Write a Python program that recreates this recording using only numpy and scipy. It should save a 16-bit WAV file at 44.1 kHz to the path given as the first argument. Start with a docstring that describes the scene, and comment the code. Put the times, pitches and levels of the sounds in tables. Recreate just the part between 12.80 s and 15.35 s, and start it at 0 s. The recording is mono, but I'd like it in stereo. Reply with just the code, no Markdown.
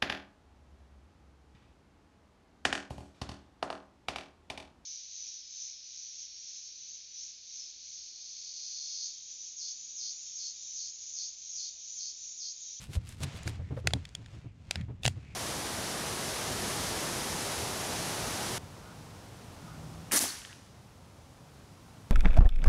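"""The blade is heard first, rasping through the skin of a large fish in short strokes, close by outdoors.
It slides and squelches through wet flesh and snaps past small bones, and shoves thud in a hollow
plastic table above a light wind rumble. Rasps are dense impulses, the slide is hiss with ticks, squelches
are narrow noise bands, snaps are noise bursts through resonances with short rings and low knocks,
thuds are low table modes with a dull rub, and wind is low noise with one puff."""
import sys
import numpy as np
from scipy.fft import rfft, irfft, next_fast_len
from scipy.io import wavfile

SR = 44100
rng = np.random.default_rng(int(sys.argv[2]) if len(sys.argv) > 2 else 0)


def log_audio(samples):
    """Write samples as a 16-bit WAV file to the path given in sys.argv[1]."""
    # one column per channel
    frames = np.atleast_2d(samples).T
    # limit to full scale, then quantise
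    limited = np.clip(frames, -1, 1)
    pcm = np.round(limited * 32767).astype(np.int16)
    wavfile.write(sys.argv[1], SR, pcm)


N = 112454
T = np.arange(N) / SR  # time in s


def amp(db):
    """Level law: decibels to amplitude gain."""
    return 10 ** (np.asarray(db) / 20)


def unit(x):
    """Normalisation to an rms of 1."""
    return x / np.sqrt(np.mean(x ** 2) + 1e-20)


def along(points, hz):
    """Logarithmic frequency scale: interpolates (Hz, value) points."""
    f, v = np.transpose(points)
    return np.interp(np.log(hz + 1), np.log(f + 1), v)


def level(points):
    """Envelope: gain per sample from (s, dB) points, linear in decibels."""
    return amp(np.interp(T, *np.transpose(points)))


def filtered(x, response):
    """Linear filtering: multiplies the spectrum by a complex response of frequency."""
    n = x.shape[-1]
    m = next_fast_len(n + 4096)  # room for the tail
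    spectrum = rfft(x, m) * response(np.fft.rfftfreq(m, 1 / SR))
    return irfft(spectrum, m)[..., :n]


def resonance(f, hz, width):
    """Damped resonance: causal band-pass response with a gain of 1 at its pitch."""
    return 1j * f * width / (hz * hz - f * f + 1j * f * width)


# Likeness of the two ports in diffuse sound: frequency_hz, correlation (no unit)
PORT_CORRELATION = [(100, 0.96), (2500, 0.45), (12000, 0.54)]


def coloured(pair, spectrum):
    """Partial coherence: mixes two unrelated signals into a stereo sound of rms 1 with this spectrum."""
    def mid_side(f):
        turn = np.arccos(np.clip(along(PORT_CORRELATION, f), -1, 1)) / 2
        return amp(along(spectrum, f)) * [np.cos(turn), np.sin(turn)]

    mid, side = filtered(pair, mid_side)
    return unit(np.array([mid + side, mid - side]))


def noise():
    """White noise: two independent Gaussian signals."""
    return rng.standard_normal((2, N))


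def grains(rate, spread_db):
    """Random impulse train: shared times and uneven sizes, independent signs per channel, rms 1."""
    size = amp(spread_db * np.minimum(rng.exponential(size=N), 4))
    struck = rng.random(N) < rate / SR
    return unit(struck * size * np.sign(noise()))


def add(out, s, x):
    """Superposition: mixes x into out from time s."""
    part = out[..., max(0, round(s * SR)):][..., :x.shape[-1]]
    part += x[..., :part.shape[-1]]


# Level of the wind rumble: time_s, level_db
WIND_LEVEL = [(0, -49.5), (1.15, -45.5), (1.3, -53.5), (1.8, -52), (2.0, -47), (2.55, -49)]
# Spectrum of the wind rumble: frequency_hz, level_db
RUMBLE_SPECTRUM = [(15, -18), (80, 0), (130, -3), (200, -11.5), (320, -20.5), (450, -29), (3000, -46.5),
                   (12000, -92)]
PUFF_S, PUFF_HZ, PUFF_DB = 0.177, 66, -20  # middle, swing pitch, gain
PUFF_WIDTH_S = 0.0058  # from the middle to half the envelope


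def wind():
    """Low-frequency pressure noise: a light rumble and one puff on the microphone, a brief enveloped swing."""
    t = T - PUFF_S
    swing = -np.sin(2 * np.pi * PUFF_HZ * t)
    puff = amp(PUFF_DB) * swing / (1 + (t / PUFF_WIDTH_S) ** 2)
    return level(WIND_LEVEL) * coloured(noise(), RUMBLE_SPECTRUM) + puff


# Shoves that thud in the table: start_s, level_db, length_s, rub_db (relative to level_db), rub_hz
THUDS = [(0.089, -37.5, 0.011, -17, 325), (0.15, -35.5, 0.012, -12, 530), (0.404, -37.5, 0.06, -8.5, 270),
         (0.543, -37.5, 0.0085, -15.5, 418), (0.657, -34.5, 0.038, -11.5, 286),
         (0.792, -35, 0.017, -16, 497), (0.906, -34.5, 0.029, -7, 269), (0.965, -43, 0.014, 1.5, 524),
         (1.042, -35.5, 0.043, -13.5, 382), (1.136, -31.5, 0.031, -12, 273.5),
         (1.376, -48, 0.045, -10, 284), (1.53, -47, 0.046, -12, 299), (1.643, -43.5, 0.023, -9.5, 296),
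         (1.959, -35, 0.06, -28, 258), (2.082, -40, 0.029, -7, 278), (2.253, -29, 0.02, -18, 217),
         (2.362, -40.5, 0.019, -11.5, 287)]
# Low modes of the hollow table: pitch_hz, level_db (relative to the thud), t60_s
TABLE_MODES = [(84.8, -4.5, 0.32), (119.25, 0, 0.18), (167.5, -11.5, 0.042)]
JUDDER_DB, DETUNE = -5, 0.074  # noise in each mode; random spread of its pitch as a share
THUD_ATTACK_S, RUB_T60_S = 0.0017, 0.091
RUB_Q, RUB_SKIRT_DB = 3.15, -5  # sharpness of the rub's pitch; level of the broad noise around it


def table():
    """Modal vibration: each shove holds the low modes ringing, then they decay, with a dull rub on top."""
    out, t = np.zeros(N), np.arange(SR // 3) / SR

    def band(hz, width):
        hiss = rng.standard_normal(len(t))
        return unit(filtered(hiss, lambda f: resonance(f, hz, width) ** 2))

    def shape(length, t60):
        return (1 - np.exp(-t / THUD_ATTACK_S)) * amp(-60 * np.maximum(t - length, 0) / t60)

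    for s, db, length, rub_db, rub_hz in THUDS:
        for hz, mode_db, t60 in TABLE_MODES:
            judder = band(hz, hz / 2)
            tone_hz = hz * (1 + rng.normal(0, DETUNE))
            swing = np.sin(2 * np.pi * tone_hz * t) + amp(JUDDER_DB) * judder
            add(out, s, amp(db + mode_db) * shape(length, t60) * swing)
        rub = band(rub_hz, rub_hz / RUB_Q) + amp(RUB_SKIRT_DB) * band(rub_hz, 2 * rub_hz)
        add(out, s, amp(db + rub_db) * shape(length, RUB_T60_S) * unit(rub))
    return out


# Wet flesh squelching around the blade: middle_s, half_length_s, level_db, pitch_hz (at the middle)
SQUELCHES = [(.88, .1, -65.5, 2013), (1.667, 0.049, -68, 2490), (1.991, 0.039, -57, 2036),
             (2.5, .08, -62.5, 2392)]
SQUELCH_WIDTH_HZ = 370  # half width of the band
SQUELCH_SAG = 0.034  # share by which the pitch starts above and ends below its middle


def squelches():
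    """Narrow-band resonance: the wet slit around the blade sinks in pitch as the cut opens."""
    out = np.zeros(N)
    for s, half_length, db, hz in SQUELCHES:
        u = (T - s) / half_length
        flutter = filtered(rng.standard_normal(N), lambda f: 1 / (1 + (f / SQUELCH_WIDTH_HZ) ** 2))
        pitch = hz * (1 - SQUELCH_SAG * np.tanh(u))
        phase = 2 * np.pi * np.cumsum(pitch) / SR
        out += amp(db) * np.exp(-u ** 2) * unit(flutter * np.sin(phase))
    return out


# Level of the blade sliding through flesh: time_s, level_db (of the hiss)
SLIDE_LEVEL = [(0, -70), (.22, -64.5), (.37, -66), (.47, -50.5), (.74, -54), (.8, -65.5), (1.03, -66),
               (1.17, -59.5), (1.23, -62.5), (1.45, -65.5), (1.55, -60), (1.72, -74.5), (1.88, -66),
               (1.95, -53.5), (2.08, -73.5), (2.19, -74), (2.31, -65)]
# Spectrum of wet flesh: frequency_hz, level_db
FLESH_SPECTRUM = [(100, -9.5), (500, 8), (1200, 4.5), (2500, 6), (3300, 4), (7000, -1.5), (8500, -8),
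                  (16000, -31.5)]
TICKS_PER_S, TICK_SPREAD_DB, TICK_DB = 400, 3, -4  # TICK_DB is relative to the hiss


def flesh():
    """Stick-slip friction: a soft wet hiss along the blade, dotted with sticky ticks."""
    hiss = coloured(noise(), FLESH_SPECTRUM)
    ticks = coloured(grains(TICKS_PER_S, TICK_SPREAD_DB), FLESH_SPECTRUM)
    return level(SLIDE_LEVEL) * (hiss + amp(TICK_DB) * ticks)


# Strokes of the blade through skin: peak_s, rise_s, fall_s, level_db (at the peak)
RASPS = [(0.031, .07, 0.051, -47.5), (0.156, 0.065, 0.022, -43), (0.303, 0.068, 0.079, -50.5),
         (0.442, 0.043, 0.013, -37), (.573, 0.047, 0.027, -49), (0.677, 0.019, 0.033, -41),
         (1.001, 0.072, 0.012, -60), (2.253, 0.022, 0.043, -37.5)]
# Spectrum of tearing skin: frequency_hz, level_db
SKIN_SPECTRUM = [(150, -30), (500, -6), (3500, 0.5), (6000, -3), (9000, -4), (12500, -12.5), (16000, -26.5)]
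GRAINS_PER_S, GRAIN_SPREAD_DB, RASP_NOISE_DB = 1700, 8.5, 2  # the noise is relative to the grains


def skin():
    """Granular tearing: strokes of dense grains swell and drop by 20 dB over their rise and fall times."""
    stroke = np.zeros(N)
    for s, rise, fall, db in RASPS:
        distance = np.where(T < s, (s - T) / rise, (T - s) / fall)
        stroke += amp(db - 20 * distance ** 1.34)
    tearing = grains(GRAINS_PER_S, GRAIN_SPREAD_DB) + amp(RASP_NOISE_DB) * noise()
    return stroke * coloured(tearing, SKIN_SPECTRUM)


# Snaps of the blade past bones: start_s, level_db (rms of the first 4 ms),
# knock_db (added to KNOCK_DB), treble_db (from 7 kHz up), ring_hz
SNAPS = [(0.2904, -43.5, -21, 30, 9140), (0.6323, -45.5, -7, 8, 6900), (0.6765, -32.5, 4.5, 6.5, 1610),
         (1.072, -18.5, 1, 2.5, 1990), (1.107, -42, 6, -9, 1830), (1.1354, -22, 7.5, -0.5, 3425),
         (1.2525, -40.5, -22, -1, 3500), (1.2904, -51, 1, 3, 4660), (1.3508, -31.5, -9.5, 0, 3330),
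         (1.4606, -49, -5, -8.5, 3620), (1.9097, -23.5, -1, -1, 3700), (1.9567, -31, 1.5, -8, 2590),
         (2.0115, -46.5, -4, -8, 2430), (2.2337, -34, -2, -4, 3600), (2.2528, -21.5, 7.5, -5.5, 2860),
         (2.262, -22, -3, 0, 2860), (2.2783, -22.5, 8, 6, 2780)]
# Resonances that colour every snap: pitch_hz, width_hz, level_db
BONE_MODES = [(1374, 310, 2.5), (2210, 930, 3), (2910, 610, 2), (3300, 380, 2), (4810, 1340, -2.5),
              (7090, 730, -5), (8940, 770, -10), (12840, 3500, -35)]
KNOCK_HZ, KNOCK_S, KNOCK_DB = 706, 0.0021, -13  # levels of knock and ring are relative to the crack
SPLINTER_S, RING_S, RING_DB = 0.0023, 0.0021, -5  # how long fibres give way; life and level of the ring
SQUISH_S, SQUISH_DB = 0.029, -23  # wet flesh settles after a snap
SNAP_SIDE_DB = -6.5  # share of a snap that differs between the ports


def bones():
    """Impulsive excitation: splintering drives bone resonances, with a short ring and a low knock."""
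    out, t = np.zeros((2, N)), np.arange(SR // 16) / SR

    def burst(shape):
        return unit(rng.standard_normal((2, len(t))) * shape)

    def tone(hz, life):
        return unit(np.sin(2 * np.pi * hz * t) * np.sqrt(t) * np.exp(-2 * t / life))

    def body(f):  # neighbouring modes have opposite signs
        return sum((-1) ** k * amp(g) * resonance(f, hz, w) for k, (hz, w, g) in enumerate(BONE_MODES))

    for s, db, knock_db, treble_db, hz in SNAPS:
        def colour(f):
            thin = (f * f / (f * f + (hz / 2) ** 2)) ** 2  # a small bone radiates little below its pitch
            treble = amp(along([(3000, 0.003), (7000, treble_db)], f))
            return body(f) * thin * treble

        splinter = burst(np.exp(-(t / SPLINTER_S) ** 2))
        squish = burst(np.exp(-t / SQUISH_S))
        mid, side = splinter + amp(SQUISH_DB) * squish
        force = mid + amp(SNAP_SIDE_DB) * np.array([side, -side])
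        crack = unit(filtered(force, colour))
        ring = amp(RING_DB) * tone(hz, RING_S)
        knock = amp(KNOCK_DB + knock_db) * tone(KNOCK_HZ, KNOCK_S)
        snap = crack + ring + knock
        add(out, s, amp(db) * snap / np.sqrt(np.mean(snap[:, :SR // 250] ** 2)))
    return out


def scene():
    """Superposition of wind, table and knife."""
    return wind() + table() + squelches() + flesh() + skin() + bones()


# Colour difference between the ports: frequency_hz, level_db (left above right)
LEFT_COLOUR = [(600, 0), (1400, 1), (2700, -4), (5000, 1.5), (8500, 4), (12000, 0)]
LAG_S, TOP_HZ = 0.000044, 16500  # the right port hears later; upper band limit


def record(dry):
    """Interchannel difference: two close ports with slightly different colour and delay, and a band limit."""
    sides = np.array([[.5], [-.5]])  # each port takes half the difference

    def ports(f):
        colour = amp(sides * along(LEFT_COLOUR, f))
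        lag = np.minimum(2 * np.pi * f * LAG_S, np.pi / 2)  # phase in radians
        return colour * np.exp(1j * sides * lag) * (f < TOP_HZ)

    return filtered(dry, ports)


dry = scene()
out = record(dry)
log_audio(out)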